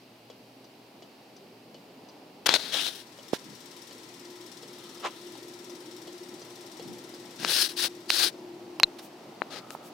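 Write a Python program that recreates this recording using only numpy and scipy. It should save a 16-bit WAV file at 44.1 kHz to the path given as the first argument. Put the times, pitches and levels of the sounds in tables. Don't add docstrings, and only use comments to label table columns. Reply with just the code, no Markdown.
import sys
import numpy as np
from scipy import signal
from scipy.fft import rfft, irfft, next_fast_len
from scipy.io import wavfile
from scipy.ndimage import uniform_filter1d, minimum_filter1d

SR = 44100
rng = np.random.default_rng(int(sys.argv[2]) if len(sys.argv) > 2 else 0)


def dump(signal):
    limited = np.clip(np.atleast_2d(signal).T, -1, 1)
    pcm = np.round(limited * 32767).astype(np.int16)
    wavfile.write(sys.argv[1], SR, pcm)


N = 437913
TIME = np.arange(N) / SR
PORT_HZ = 4050

# start_s, end_s, level_db, swell_db, pressure_db, hollow_db, pan_db
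STROKES = [(2.458, 2.476, -23.5, 1, 3, -14, 11), (2.475, 2.549, -32.5, 5, 10, 2, 10),
           (2.533, 2.577, -27.5, -8, 4, 1.5, 10.5), (2.513, 2.774, -42.5, -8, 3.5, 0, 10),
           (2.714, 2.816, -33.5, 0, 3.5, 2, 9.5), (2.785, 2.922, -36.5, -1, -1.5, 2, 10.5),
           (2.857, 3.054, -49, -2, -4.5, -5, 11), (3.326, 3.384, -42.5, -17.5, 3, -19, -5.5),
           (4.64, 5.498, -65, 3, -10, 6, 6), (7.377, 7.55, -37.5, 9.5, 3, -22, 7.5),
           (7.466, 7.696, -29, 4.5, -6.5, -1.5, 10.5), (7.604, 7.636, -34.5, 10, -20, 5, 8),
           (7.682, 7.749, -46, -19, -8, -3, 8), (7.756, 7.889, -31, 10, -5, -1.5, 9.5),
           (8.072, 8.313, -30, 13, -3.5, -0.5, 10.5), (8.982, 9.024, -53, -23, 1, -24, -3),
           (9.495, 9.619, -47, 2.5, 8, -1, 10.5)]


def relay(flash_s, close_s, open_s, stop_s, crack_db, snap_s, tail_db, bounce_s):
    # time_s, level_db
    approach = [(0, -53), (4.3, -51.5), (8.4, -45.5)]
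    # pitch_hz, t60_s, closing_db, opening_db
    case_modes = [(3000, 0.069, -20, 1), (3320, 0.051, -24, 1.5), (4420, 0.055, -9, -0.5),
                  (4930, 0.027, 5.5, -1), (5950, .022, 4, -13)]
    # frequency_hz, density_db
    crack_spectrum = [(450, 18.5), (2000, -12), (4400, 3), (7500, -10)]
    out, crack = 0, noise(crack_spectrum, alike=0.66)
    for k, first_s in enumerate((close_s, open_s)):
        age = (TIME - first_s) % flash_s
        bounces = rng.standard_normal(N) * np.exp(-age / bounce_s) * np.sqrt(2 / (bounce_s * SR))
        case = sum(from_db(dbs[k]) * ring(bounces, hz, t60) for hz, t60, *dbs in case_modes)
        scatter = from_db(tail_db) * np.exp(-age / 0.22)
        out = out + case + from_db(crack_db[k]) * (np.exp(-age / snap_s) + scatter) * crack
    return from_db(in_time(approach)[0]) * (TIME < stop_s) * out


def rubs(grit_db, judder_db, land_share=0.2, lift_share=0.33):
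    # frequency_hz, density_db
    bass = [(30, -26), (350, 7), (750, 7), (1100, 3.5), (1450, 5), (2400, 5.5)]
    middle = [(1600, 2.5), (2100, -6), (2900, 3), (3900, 5), (4600, 2), (5700, 0), (7500, -7.5)]
    treble = [(5500, 5.5), (6700, -22), (8000, -2.5), (9800, 1), (12000, -5.5), (15500, -7)]
    power = np.zeros((4, 2, N))
    for start, end, db, swell_db, press_db, hollow_db, pan_db in STROKES:
        span = slice(int(start * SR), int(end * SR))
        along = (TIME[span] - start) / (end - start)
        touch = np.clip(np.minimum(along / land_share, (1 - along) / lift_share), 0, 1)
        contact = np.sin(np.pi / 2 * touch) ** 2 * from_db(swell_db * (along - .5))
        colour = from_db(db + np.array([0, press_db - 8, -7 - 0.62 * press_db, hollow_db]))
        power[:, :, span] += (colour[:, None, None] * panned(pan_db) * contact) ** 2
    slips = [noise(middle, alike=0.54, grit_db=grit_db), noise(bass, alike=1.0, grit_db=1.6 * grit_db),
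             noise(treble, alike=0.45, grit_db=grit_db), finger_gap()]
    return (np.sqrt(power) * slips).sum(axis=0) * from_db(judder_db * drift(57))


def finger_gap(half_width_hz=580, wander_hz=149.7):
    # time_s, pitch_hz
    glide = [(2.52, 3650), (2.62, 4282), (2.74, 3495), (5.4, 3650), (7.5, 4330)]
    phase = 2 * np.pi * np.cumsum(in_time(glide)[0] + wander_hz * drift(20)) / SR
    return sum(noise([(1, 0), (half_width_hz, 0)], alike=0.54) * wave(phase) for wave in (np.sin, np.cos))


def knocks(low_cut_hz, size=4096):
    # time_s, level_db, hardness_hz, case_db, panel_hz, port_db, pan_db
    hits = [(2.4745, -16, 3500, 2, 1700, -14, 2), (2.4912, 2, 5000, -19, 1520, 0, 8),
            (2.5401, -3, 7500, -3, 690, -6, 18), (3.3331, -13.5, 514, 23, 1280, -46, -12),
            (7.419, -31, 3460, -8, 1300, -32, 12), (7.448, -8, 5540, -1.5, 1520, -14, 11),
            (8.1030, -14, 8150, 9, 2960, 1, -7), (8.7995, -12.5, 12900, 6.5, 1050, -25, -8.5),
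            (8.8327, -1, 6600, 2, 2610, 6, 5), (9.4193, -11, 1870, -12, 1000, -31.5, 11),
            (9.706, -21, 9000, -6.5, 1640, -55, 13), (9.75, -33, 1150, 20, 910, -58, -10)]
    # pitch_hz, level_db, t60_s
    case_modes = [(2840, -7.5, 0.0055), (5400, -11, 0.0022)]
    out, click = np.zeros((2, N + size)), signal.unit_impulse(size)
    case = sum(from_db(db) * ring(click, hz, t60) for hz, db, t60 in case_modes)
    for s, db, hard_hz, case_db, panel_hz, port_db, pan_db in hits:
        covered = any(start < s < end for start, end, *_ in STROKES)
        port_t60 = 0.0028 if covered else 0.0082
        port = cut(ring(click, PORT_HZ, port_t60), PORT_HZ, "high", order=1)
        pulse = cut(cut(click, hard_hz, "low", order=4), low_cut_hz, "high")
        panel = from_db(-6) * ring(click, panel_hz, t60=0.005)
        shell = cut(case + panel, 800, "high")
        shell = from_db(case_db) * cut(shell, hard_hz, "low", order=4)
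        knock = from_db(db) * (pulse / np.abs(pulse).max() + shell) + from_db(port_db) * port
        at = round(s * SR)
        out[:, at:at + size] += through_port(knock, port_t60) * panned(pan_db)
    return out[:, :N]


def through_port(x, t60):
    r = from_db(-60 / (t60 * SR))
    poles = [1, -2 * r * np.cos(2 * np.pi * PORT_HZ / SR), r * r]
    for _ in range(3):
        x = signal.lfilter(poles[::-1], poles, x)
    return x


def motor(turns_hz, scrape_at_s, ping_hz):
    run_s = [2.3, 3.4, 7.6, 8.5]
    # frequency_hz, density_db
    scrape_spectrum = [(1500, -31), (3600, -1.5), (4700, -7), (5500, 0), (6400, -10), (7800, -7),
                       (10600, -13.5), (12000, -20)]
    tick_spectrum = [(3700, 1), (7000, -7), (10600, -2), (11800, -21), (13300, 9), (14800, -10)]
    whirr_spectrum = [(700, 1), (1000, 8.5), (1180, -3), (1320, 6), (1500, -3), (1900, 4), (2700, -3.5),
                      (3700, 0.5), (4600, -0.5), (6500, -4.5), (12000, -15), (16000, -17)]
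    age = (TIME - scrape_at_s) % (1 / turns_hz)
    touch = rms_one(np.exp(-age / 0.025) + 0.5 * np.exp(-age / 0.076))
    scrape = from_db(-7.5) * touch * noise(scrape_spectrum, alike=0.79)
    tick = from_db(-6.5) * np.exp(-age / 0.006) * noise(tick_spectrum, alike=0.37)
    ping = from_db(4.5) * np.exp(-np.abs(age - 0.0067) / 0.00089) * np.sin(2 * np.pi * ping_hz * age)
    whirr = from_db(-6) * noise(whirr_spectrum, alike=0.21) * panned(db=6.5)
    chatter = (tick + ping + scrape) * from_db(drift(4.7)) * panned(db=11.5)
    presence = np.interp(TIME, run_s, [0, 1, 1, 0.4])
    return from_db(-49.5) * presence * (whirr + presence * chatter)


def scuff(at_s, width_s):
    # frequency_hz, density_db
    spectrum = [(350, -6), (1100, 2), (1700, -9), (3350, -7.5), (4100, -15), (8000, -15)]
    crunch = swells([(at_s, -30.5)], width_s) * noise(spectrum, alike=0.64, grit_db=2.5)
    return cut(crunch, 5600, "low")


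def steps(width_s):
    # time_s, level_db
    footfalls = [(3.5, -50.5), (6.9, -45), (7.44, -46.5)]
    # frequency_hz, density_db
    spectrum = [(25, -24), (70, -23), (125, 1), (300, 2)]
    return noise(spectrum, alike=0.77) * swells(footfalls, width_s)


def rustles(width_s):
    # time_s, level_db
    brushes = [(9.045, -54.5), (9.728, -52.5), (9.865, -55.5)]
    # frequency_hz, density_db
    spectrum = [(3000, -2), (15500, -3)]
    return noise(spectrum, alike=0.5) * panned(db=3) * swells(brushes, width_s)


def whine(hz, width_s):
    # time_s, level_db
    crests = [(4.95, -60.5), (9.65, -54.5)]
    return swells(crests, width_s) * drift(90) * np.sqrt(2) * np.cos(2 * np.pi * hz * TIME)


def fan(approach_db_per_s):
    # time_s, relative_db
    walk = [(3.6, -61.5), (4.43, -49.5), (4.53, -53), (6.21, -44.5), (6.42, -48.5), (7.41, -50.5),
            (8.38, -44), (9.93, -62)]
    # pitch_hz, relative_db
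    fan_tones = [(354, -3.5), (319, -11)]
    # pitch_hz, level_db
    drone_tones = [(117.8, -70.5), (259, -64.5)]
    blades = sum(from_db(db) * far_hum(hz, waver=0.71) for hz, db in fan_tones)
    drone = sum(from_db(db) * far_hum(hz, waver=0.82) for hz, db in drone_tones)
    still_to_walk_s = np.maximum(walk[0][0] - TIME, 0)
    level_db = in_time(walk)[0] + 3 - approach_db_per_s * still_to_walk_s
    return from_db(level_db) * blades * panned(db=2.5) + drone


def far_hum(hz, waver):
    paths = 1 + waver * (drift(17.6) + 1j * drift(4.3))
    return np.sqrt(2) * np.real(paths * np.exp(2j * np.pi * hz * TIME)) / np.sqrt(1 + 2 * waver ** 2)


def street():
    # time_s, rumble_db, tyre_db
    traffic = [(0.0, -65.5, -58), (2.79, -59.5, -52), (2.9, -63.5, -53), (3.59, -62, -62),
               (9.93, -59.5, -47)]
    # frequency_hz, density_db
    rumble_spectrum = [(35, -26), (60, -25), (85, -45), (115, -6.5), (260, 2), (400, 0), (600, -6.5),
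                       (1200, -46)]
    tyre_spectrum = [(200, -19), (420, -28), (600, 4), (800, 5), (1100, -4), (1500, -11), (2500, -14),
                     (6000, -21)]
    hiss_spectrum = [(500, 3.5), (1600, 0.5), (2800, 6.5), (3450, 1.5), (4650, 4.5), (6500, -7.5),
                     (12000, -9), (13800, -6.5), (16000, -12)]
    rumble_db, tyre_db = in_time(traffic)
    rumble = from_db(rumble_db + 8 + drift(5.2)) * noise(rumble_spectrum, alike=0.97)
    tyres = from_db(tyre_db - 5 + drift(1.35)) * noise(tyre_spectrum, alike=0.56)
    hiss = from_db(-61.5) * noise(hiss_spectrum, alike=0.29) * panned(db=-0.5)
    return rumble + tyres + hiss


def from_db(db):
    return 10 ** (np.asarray(db) / 20)


def rms_one(x):
    return x / np.sqrt(np.mean(x ** 2) + 1e-20)


def in_time(rows):
    s, *columns = np.transpose(rows)
    return [np.interp(TIME, s, c) for c in columns]


def swells(rows, width_s):
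    return sum(from_db(db) * np.exp(-((TIME - s) / width_s) ** 2) for s, db in rows)


def panned(db):
    gains = from_db(np.array([[db], [-db]]) / 2)
    return gains / gains.mean()


def drift(rate_hz):
    hop, settle = 40, 2000
    r = np.exp(-2 * np.pi * hop * rate_hz / SR)
    slow = signal.lfilter([1], [1, -2 * r, r * r], rng.standard_normal(N // hop + settle + 2))[settle:]
    return np.interp(np.arange(N) / hop, np.arange(len(slow)), rms_one(slow))


def noise(spectrum, alike, grit_db=0):
    n = next_fast_len(N)
    white = rng.standard_normal((2, n))
    if grit_db:
        white *= from_db(grit_db * np.minimum(rng.exponential(1, n), 6))
    hz, db = np.transpose(spectrum)
    log_hz = np.log(np.maximum(np.arange(n // 2 + 1) * SR / n, 1))
    outside = np.abs(log_hz - np.clip(log_hz, np.log(hz[0]), np.log(hz[-1])))
    colour = from_db(np.interp(log_hz, np.log(hz), db) - 40 * outside)
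    mid, side = irfft(rfft(white) * colour, n)[:, :N]
    alike = np.clip(alike, 0, .999)
    return rms_one(mid) + np.sqrt((1 - alike) / (1 + alike)) * rms_one(side) * [[1], [-1]]


def ring(clicks, hz, t60):
    r, w = from_db(-60 / (t60 * SR)), 2 * np.pi * hz / SR
    return signal.lfilter([0, np.sin(w)], [1, -2 * r * np.cos(w), r * r], clicks + 1e-18)


def cut(x, hz, kind, order=2):
    return signal.sosfilt(signal.butter(order, min(hz, .45 * SR), kind, fs=SR, output="sos"), x)


def scene():
    ticks = relay(flash_s=0.7218, close_s=0.643, open_s=0.3005, stop_s=8.4,
                  crack_db=(0, 6), snap_s=0.0066, tail_db=-15.5, bounce_s=0.0094)
    ticks = cut(ticks, 260, "high") * panned(db=2)
    handling = rubs(grit_db=3, judder_db=1.24) + rustles(width_s=0.027) + knocks(low_cut_hz=243)
    feet = steps(width_s=0.062) + scuff(at_s=5.06, width_s=0.023)
    hums = fan(approach_db_per_s=7) + whine(hz=1276, width_s=0.27)
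    whirr = motor(turns_hz=18.638, scrape_at_s=3.121, ping_hz=5590)
    return ticks + handling + whirr + feet + hums + street()


def record(dry):
    safe_gain = np.minimum(1, .9 / (np.abs(dry) + 1e-9))
    held = dry * uniform_filter1d(minimum_filter1d(safe_gain, size=25), size=25)
    thump = from_db(-22) * cut(cut(held ** 2, 150, "low"), 15, "high")
    top_cut = signal.ellip(10, .1, 80, 15800, fs=SR, output="sos")
    return signal.sosfilt(top_cut, held + thump)


dry = scene()
out = record(dry)
dump(out)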